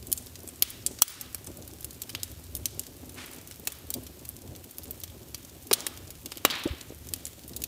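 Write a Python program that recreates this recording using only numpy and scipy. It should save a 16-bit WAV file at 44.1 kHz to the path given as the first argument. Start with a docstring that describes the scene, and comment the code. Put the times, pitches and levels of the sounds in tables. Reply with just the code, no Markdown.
"""Crackling closed fireplace

Logs burn in a closed iron fireplace set in a brick wall, heard from close by.
Pockets of steam burst in the wood: noise cracks that rattle round the firebox and fade in a noise-tail room.
Filtered noise makes the flames rumble and flutter, the embers sizzle, and two soft rushes swell and die away.
Damped sines with a scrape are logs that jolt with the hardest crack and settle after a later one.
The recorder's limiter ducks everything for a moment after the hardest cracks."""
import sys
import numpy as np
from scipy import signal
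from scipy.fft import rfft, irfft
from scipy.io import wavfile
from scipy.ndimage import uniform_filter1d, minimum_filter1d

SR = 44100
rng = np.random.default_rng(int(sys.argv[2]) if len(sys.argv) > 2 else 0)


def transcribe(signal):
    """Save signal, clipped to [-1, 1], as a 16-bit WAV file at the path in sys.argv[1]."""
    frames = np.atleast_2d(signal).T
    limited = np.clip(frames, -1, 1)
    pcm = np.round(limited * 32767).astype(np.int16)
    wavfile.write(sys.argv[1], SR, pcm)


N = 338247
TIME = np.arange(N) / SR  # seconds

# Bursts in the wood. Each row: start in seconds, level in dB (rms if its energy filled 9.1 ms),
# pitch of the splinter in Hz, its Q, body of the log in dB against the treble, crack length in ms.
BURSTS = [(0.07, -40.5, 11260, 1.1, -12, 1.5), (0.1178, -30.5, 9400, 1.7, -10, 0.85),
          (0.1277, -20, 10400, 1.6, -15, 0.68), (0.1762, -34.5, 7900, 3.4, -12, 2.6),
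          (0.356, -42.5, 5330, 1.1, 0, 2.3), (0.4761, -40, 8100, 5.9, 5, 1.9),
          (0.4886, -39.5, 8400, 4, 10, 1.3), (0.6237, -15.5, 2400, 0.096, -16, 0.77),
          (0.7037, -38, 15000, 0.8, -11, 2), (0.864, -21.5, 7850, 2.9, -10, 3.3),
          (0.988, -41, 5650, 2.1, 8, 2.6), (1.0207, -1.5, 14700, 0.49, 0, 1.53),
          (1.0802, -27.5, 6600, .4, -3, 4.4), (1.2115, -32.5, 11200, 0.85, -6, 1.7),
          (1.3468, -31, 15000, 0.64, 4.5, 0.93), (1.471, -39, 7450, 5, 10.5, 1.4),
          (1.8453, -33, 10830, 1.1, -3, 1.6), (2.0191, -32, 15000, .7, -2, 2.4),
          (2.0939, -36.5, 2530, 0.24, -11.5, 7.2), (2.1501, -30.5, 3970, 2.1, 3, 1.5),
          (2.233, -28.5, 8170, 1.7, -16, 0.23), (2.552, -31, 10300, 2.4, -5, 0.48),
          (2.566, -36.5, 10950, 1.9, 5, 4.3), (2.657, -24, 6760, 1.05, -14, 1.4),
          (2.7948, -28.5, 8700, 0.91, -19, 0.49), (3.0939, -44, 7100, 1.3, 0, 1.4),
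          (3.5119, -42, 7800, 2.4, 13.5, 1.3), (3.673, -25, 3370, 0.083, -7.5, 2.8),
          (3.721, -39, 14900, .43, 5, 3.7), (3.9044, -29.5, 15000, 0.6, -2.5, 0.52),
          (3.9402, -28.5, 15300, 0.58, -24, 2), (4.068, -44, 6000, .5, -2, 2.2),
          (4.2523, -42, 9000, .7, -7, 2.1), (4.2903, -34, 12100, 7.6, 0, .4),
          (4.6419, -45.5, 13000, 0.93, 3, 2), (4.7841, -35.5, 15100, 1.2, 5, 0.58),
          (4.9092, -33, 15000, 2.8, 6, 2.5), (5.0362, -34, 8000, 0.32, -9, 3.4),
          (5.3458, -33.5, 3800, 0.2, -12, 2.2), (5.7126, -21, 496, 1.15, -7.5, 3),
          (5.7309, -20.5, 3450, 0.15, -18, 0.36), (5.735, -16.5, 5740, 0.53, -12, 1.6),
          (5.8056, -36.5, 6550, 1.7, -4, 0.2), (5.867, -26, 3790, 0.027, -6, 1.9),
          (6.105, -40, 10400, 0.24, -7, 2.9), (6.2596, -35.5, 4900, 0.97, -9, 1.3),
          (6.3195, -35.5, 460, 0.15, -12.5, 2.4), (6.3724, -38.5, 7770, .19, -20, 0.92),
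          (6.4507, -13, 650, 0.43, -10.5, 1.8), (6.5015, -32, 3320, 4.8, 0, .9),
          (6.5064, -28, 3470, 3.3, -4, 5.5), (6.637, -38.5, 2970, 0.33, 1, 1.4),
          (7.1374, -27, 7250, 0.46, -7, 0.33), (7.2536, -33.5, 7700, 4.2, -6, 0.52),
          (7.2669, -38, 5760, .27, -21, 2.4), (7.479, -42.5, 13500, 2.4, -9, 1.6),
          (7.564, -32.5, 12830, 0.52, -25, 3.7), (7.6198, -36, 9450, .7, -11, 1.7),
          (7.639, -28, 15000, 0.2, -18, 2.2)]
# Colour the firebox gives every burst. Each row: frequency in Hz, relative level in dB.
FIREBOX_COLOUR = [(180, 2), (300, 9), (760, 5), (1000, 3.5), (1250, 5.5), (1550, 3.5), (2000, 0.5),
                  (2450, 0), (3300, 1), (4500, -1), (10000, -0.5), (13000, 1), (15500, 3.5)]
# Logs jolt and settle. Each row: start in seconds, peak of the tone in dB, pitch in Hz,
# time to the peak in ms.
LOG_KNOCKS = [(1.0193, -20.5, 100, 1.54), (1.0205, -9.5, 1100, 0.72), (6.655, -18, 333, 4.8),
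              (6.658, -26, 88, 6), (6.667, -33.5, 576, 6.8), (6.701, -29, 74, 12.3), (6.73, -36, 284, 6),
              (6.904, -33.5, 374, 1.8), (6.922, -33, 357, 1.4)]
# Soft rushes of diffuse noise. Each row: start in seconds, rms at the peak in dB, rise in seconds,
# decay in seconds, upper edge in Hz.
RUSHES = [(3.151, -43, 0.039, 0.13, 14100), (6.495, -34, 0.035, 0.12, 3930)]
# Spectrum of the rushes on top of their upper edge. Each row: frequency in Hz, relative level in dB.
RUSH_COLOUR = [(300, -13), (950, -1.5), (2500, 1.5), (3800, -3.5), (6000, -8.5), (10000, -14.5),
               (15000, -34)]
# Air in the firebox and flue, deep and upper. Each row: frequency in Hz, width in Hz, relative level in dB.
DEEP_MODES = [(47.4, 11, -12.5), (70, 5.4, -1), (87.4, 9.4, -4.5), (112, 21, -8), (152, 19, -13)]
UPPER_MODES = [(170, 13, -2), (251.2, 4.4, 6.5), (280, 180, -3), (353, 50, -6), (559, 19, -6),
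               (660, 250, -14.5)]
# The flames flare up. Each row: moment of the height in seconds, rise in dB, length in seconds.
FLARES = [(0.817, 2.5, 0.19), (1.502, 8, 0.024), (1.642, 4.5, 0.16), (2.17, 7, 0.053), (2.577, 3, .1),
          (2.772, 8, 0.036), (2.953, 3.5, 0.089), (3.143, 4.5, 0.08), (3.98, 10.5, 0.074), (4.517, 11, 0.1),
          (4.9, 5.5, 0.068), (5.22, 3.5, 0.26), (7.126, 4.5, 0.079), (7.6, 7, 0.042)]
# Spectrum of the ember hiss. Each row: frequency in Hz, relative level in dB.
SIZZLE_COLOUR = [(400, -6), (800, 0), (1200, -.5), (2000, -1.5), (2800, .5), (5500, -.5), (7500, 1),
                 (10500, -1), (12700, 2.5), (15500, -.5)]
# Spectrum of the room tail. Each row: frequency in Hz, gain in dB.
ROOM_COLOUR = [(100, 10), (400, -19.5), (1200, -10), (3300, -12.5), (6000, -17), (10000, -21), (15000, -31)]
# Reverberation. Each row: frequency in Hz, time to fall 60 dB in seconds.
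ROOM_DECAY = [(300, 0.61), (1500, 0.79), (3500, 0.63), (7000, 0.48), (14000, 0.38)]

TOP_HZ = 15600  # nothing sounds above this
POP_SIZE, LEAD_SIZE = 4096, 256  # samples in a burst, and those ahead of its crack
# A medium burst rattles and feeds the room this much; fainter ones get relatively more
# rattle and room (slopes in dB per dB).
MEDIUM_DB = -30
RATTLE_DB, RATTLE_SLOPE = -4.5, 0.14
ROOM_SEND_DB, ROOM_SLOPE = 2.5, 0.22
RUMBLE_DB, FLUTTER_DB, SIZZLE_DB = -51.5, -53.5, -53  # levels of the calm fire
RUMBLE_HALF_S = 0.025  # a flare this long lifts the rumble half as many dB as the flutter


def undb(db):
    """Decibels to gain."""
    return 10 ** (np.asarray(db) / 20)


def unit(x):
    """Scale to rms 1."""
    return x / np.sqrt(np.mean(x ** 2))


def seconds(ms):
    """Milliseconds to seconds."""
    return ms / 1000


def add(out, s, x):
    """Mix x into out from time s on."""
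    start = int(round(s * SR))
    a, b = max(start, 0), min(start + len(x), len(out))
    if b > a:
        out[a:b] += x[a - start:b - start]


def bins(x):
    """Frequencies of the spectrum of x, at least 1 Hz."""
    return np.maximum(np.fft.rfftfreq(len(x), 1 / SR), 1)


def read(points, hz):
    """Read (Hz, value) points on a log-frequency axis."""
    f, value = np.transpose(points)
    return np.interp(np.log(hz), np.log(f), value)


def colour(x, points):
    """Filter x with a curve of (Hz, dB) points."""
    return irfft(rfft(x) * undb(read(points, bins(x))), len(x))


def resonance(f, hz, q):
    """Response of one resonance, gain 1 at its centre."""
    return 1 / (1 + 1j * q * (f / hz - hz / f))


def highpass(f, hz, order):
    """Response of a smooth high-pass."""
    b, a = signal.butter(order, 1, "high", analog=True)
    return signal.freqs(b, a, f / hz)[1]


def walk(rate):
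    """Random levels held for 1 / rate seconds and smoothed twice; rms 1."""
    k = int(SR / rate)
    held = np.repeat(rng.standard_normal(N // k + 1), k)[:N]
    return unit(uniform_filter1d(uniform_filter1d(held, k), k))


def pop(crack_ms, rattle_db, rattle_ms=4.5, tear_db=-14, tear_ms=0.5, snap=5.0):
    """Fibres tear, the pocket bursts, and the crack rattles between the firebox walls."""
    t = (np.arange(POP_SIZE) - LEAD_SIZE) / SR
    grit = rng.standard_normal((3, POP_SIZE))
    tear = grit[0] * (t < 0) * np.exp(-np.abs(t) / seconds(tear_ms))
    crack = grit[1] * (t >= 0) * np.exp(-(t / seconds(crack_ms)) ** 2)
    crack[LEAD_SIZE] += snap  # the first pressure spike
    late = t - seconds(crack_ms)
    rattle = grit[2] * (late >= 0) * np.exp(-np.abs(late) / seconds(rattle_ms))
    return undb(tear_db) * unit(tear) + unit(crack) + undb(rattle_db) * unit(rattle)


def splinters(push, count=10, ring_db=2, ring_q=55, low_hz=2300, high_hz=13000):
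    """A burst sets splinters of chance sizes ringing for a few milliseconds."""
    f = bins(push)
    pitches = low_hz * (high_hz / low_hz) ** rng.random(count)
    rings = sum(resonance(f, hz, ring_q) for hz in pitches)
    return irfft(rfft(push) * (1 + undb(ring_db) * rings))


def radiate(push, hz, q, body_db, splinter_hz=2600, log_hz=200):
    """A small splinter radiates only treble, the lows come from the log, the firebox colours both."""
    f = bins(push)
    treble_share = np.abs(highpass(f, splinter_hz, order=3)) ** 2
    body_share = undb(body_db) ** 2 * np.abs(1 - treble_share)
    radiation = np.sqrt(treble_share + body_share) * highpass(f, log_hz, order=2)
    sound = irfft(rfft(push) * resonance(f, hz, q) * radiation * (f < TOP_HZ))
    energy_gain = np.sqrt(seconds(9.1) * SR / POP_SIZE)  # the energy of 9.1 ms at rms 1
    return unit(colour(sound, FIREBOX_COLOUR)) * energy_gain


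def snaps():
    """Steam bursts the wood: the direct cracks, and what each sends into the room."""
    direct, send = np.zeros(N), np.zeros(N)
    # the room gathers sound from all directions, which evens out the fine colour of a burst
    even_push = signal.unit_impulse(POP_SIZE, LEAD_SIZE)
    for s, db, hz, q, body_db, crack_ms in BURSTS:
        start = s - LEAD_SIZE / SR
        below_medium_db = MEDIUM_DB - db
        push = splinters(pop(crack_ms, RATTLE_DB + RATTLE_SLOPE * below_medium_db))
        add(direct, start, undb(db) * radiate(push, hz, q, body_db))
        send_db = db + ROOM_SEND_DB + ROOM_SLOPE * below_medium_db
        add(send, start, undb(send_db) * radiate(even_push, hz, q, body_db))
    return direct, send


def ticks(count=210, faint_db=-54.5, range_db=12, low_hz=3500, high_hz=14500, body_db=-6):
    """Many tiny bursts at random moments, more of them faint than strong."""
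    out = np.zeros(N)
    for when, size, pitch, sharp in rng.random((count, 4)):
        push = pop(crack_ms=1.2, rattle_db=-3.0)
        hz = low_hz + pitch * (high_hz - low_hz)
        sound = radiate(push, hz, q=0.4 + 2 * sharp, body_db=body_db)
        add(out, when * N / SR, sound * undb(faint_db + range_db * size ** 2))
    return out


def thuds(scrape_db=-9, scrape_q=1.35):
    """Damped knocks of a log on the embers: a sine that swells and dies, with a dull noise scrape."""
    out, t = np.zeros(N), TIME[:SR // 4]
    for s, db, hz, peak_ms in LOG_KNOCKS:
        age = t / seconds(peak_ms)
        swell = age ** 2 * np.exp(2 * (1 - age))  # height 1 at age 1
        noise = rfft(rng.standard_normal(len(t)))
        scrape = irfft(noise * resonance(bins(t), hz, scrape_q) ** 2, len(t))
        knock = np.sin(2 * np.pi * hz * t) + undb(scrape_db) * unit(scrape)
        add(out, s, undb(db) * swell * knock)
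    return out


def rushes(grain_db=1.5, edge_q=2.25):
    """Soft rushes of diffuse, grainy noise that swell and die away."""
    out, t = np.zeros(N), TIME[:SR]
    for s, db, rise, decay, edge_hz in RUSHES:
        swell = np.minimum(t / rise, 1) * np.exp(-np.maximum(t - rise, 0) / decay)
        noise = rng.standard_normal(SR) * undb(grain_db * walk(300)[:SR])
        # a resonant low-pass at the upper edge
        edge = resonance(bins(t), edge_hz, edge_q) / bins(t)
        noise = irfft(rfft(noise) * edge, SR)
        add(out, s, undb(db) * swell * unit(colour(noise, RUSH_COLOUR)))
    return out


def roar(modes, low_hz, top_hz, flicker_db, flicker_rate):
    """Turbulent burning shakes the air modes of the firebox; rms 1."""
    f = bins(TIME)
    powers = [np.abs(undb(db) * resonance(f, hz, hz / width)) ** 2 for hz, width, db in modes]
    box = np.sqrt(sum(powers))
    band = np.abs(highpass(f, low_hz, order=2)) / np.sqrt(1 + (f / top_hz) ** 4)
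    turbulence = rng.standard_normal(N) * undb(flicker_db * walk(flicker_rate))
    return unit(irfft(rfft(turbulence) * box * band, N))


def flames(rumble_flicker_db=2.0, flutter_flicker_db=3.5, lumps_db=1.04):
    """The draught rumbles; each flare sets the flames flapping, and a long one lifts the rumble too."""
    rumble_db, flutter_db = np.zeros(N), np.zeros(N)
    for s, rise_db, length in FLARES:
        flare_db = rise_db * np.exp(-2 * ((TIME - s) / length) ** 2)
        flutter_db += flare_db
        rumble_db += flare_db * length / (length + RUMBLE_HALF_S)
    rumble = roar(DEEP_MODES, low_hz=42.7, top_hz=183, flicker_db=rumble_flicker_db, flicker_rate=6.7)
    flutter = roar(UPPER_MODES, low_hz=180, top_hz=660, flicker_db=flutter_flicker_db, flicker_rate=100)
    flutter_db += lumps_db * walk(25)
    return rumble * undb(RUMBLE_DB + rumble_db) + flutter * undb(FLUTTER_DB + flutter_db)


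def sizzle(grain_db=1.5, drift_db=-0.5):
    """Sap boils off the embers as a fine, grainy hiss."""
    grain_level_db = grain_db * walk(700) + drift_db * walk(56)
    grains = rng.standard_normal(N) * undb(grain_level_db)
    return undb(SIZZLE_DB) * unit(colour(grains, SIZZLE_COLOUR))


def room(x, far_wall_s=0.052, early_db=-3, bloom_s=0.19, bloom_db=4):
    """A diffuse tail that steps up when the far wall answers and fills out further; its treble dies first."""
    t = TIME[:SR]
    noise = rfft(rng.standard_normal(SR))
    octave = np.clip(np.round(np.log2(bins(t))), 7, 14)
    build = undb(early_db * (t < far_wall_s) + bloom_db * np.minimum(t / bloom_s, 1))
    tail = np.zeros(SR)
    for k in np.unique(octave):
        fade = build * np.exp(-np.log(1000) * t / read(ROOM_DECAY, 2 ** k))
        tail += irfft(noise * (octave == k), SR) * fade / np.sqrt(np.sum(fade ** 2))
    padded = np.r_[tail, np.zeros(SR)]  # keeps the filter from wrapping round
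    tail = colour(padded, ROOM_COLOUR)[:SR]
    return signal.fftconvolve(x, tail)[:N]


def limiter(x, top_db=-4.5, sense_ms=1.02, hold_s=0.072, release_s=0.14):
    """The hardest cracks turn the gain down; it holds, then creeps back, so fire and room duck for a moment."""
    sense, hold, release = (max(int(s * SR), 2) for s in (seconds(sense_ms), hold_s, release_s))
    power = uniform_filter1d(x ** 2, sense)
    over_db = 10 * np.log10(np.maximum(power / undb(top_db) ** 2, 1))
    # the hold looks one sensing window ahead
    held_db = -minimum_filter1d(-over_db, hold, origin=hold // 2 - sense, mode="constant")
    easing_db = uniform_filter1d(held_db, release, origin=(release - 1) // 2, mode="constant")
    return x * undb(-np.maximum(held_db, easing_db))


def scene():
    """The fire and its room, in one channel."""
    direct, send = snaps()
    fire = direct + room(send) + ticks() + sizzle() + flames() + thuds() + rushes()
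    return fire[None]


def record(dry):
    """The recorder limits the hardest cracks, clips what peaks get through and cuts the top."""
    top = signal.firwin(255, TOP_HZ, window=("kaiser", 9), fs=SR)
    clipped = np.clip(limiter(dry), -1, 1)
    return signal.fftconvolve(clipped, top[None], mode="same")


dry = scene()
out = record(dry)
transcribe(out)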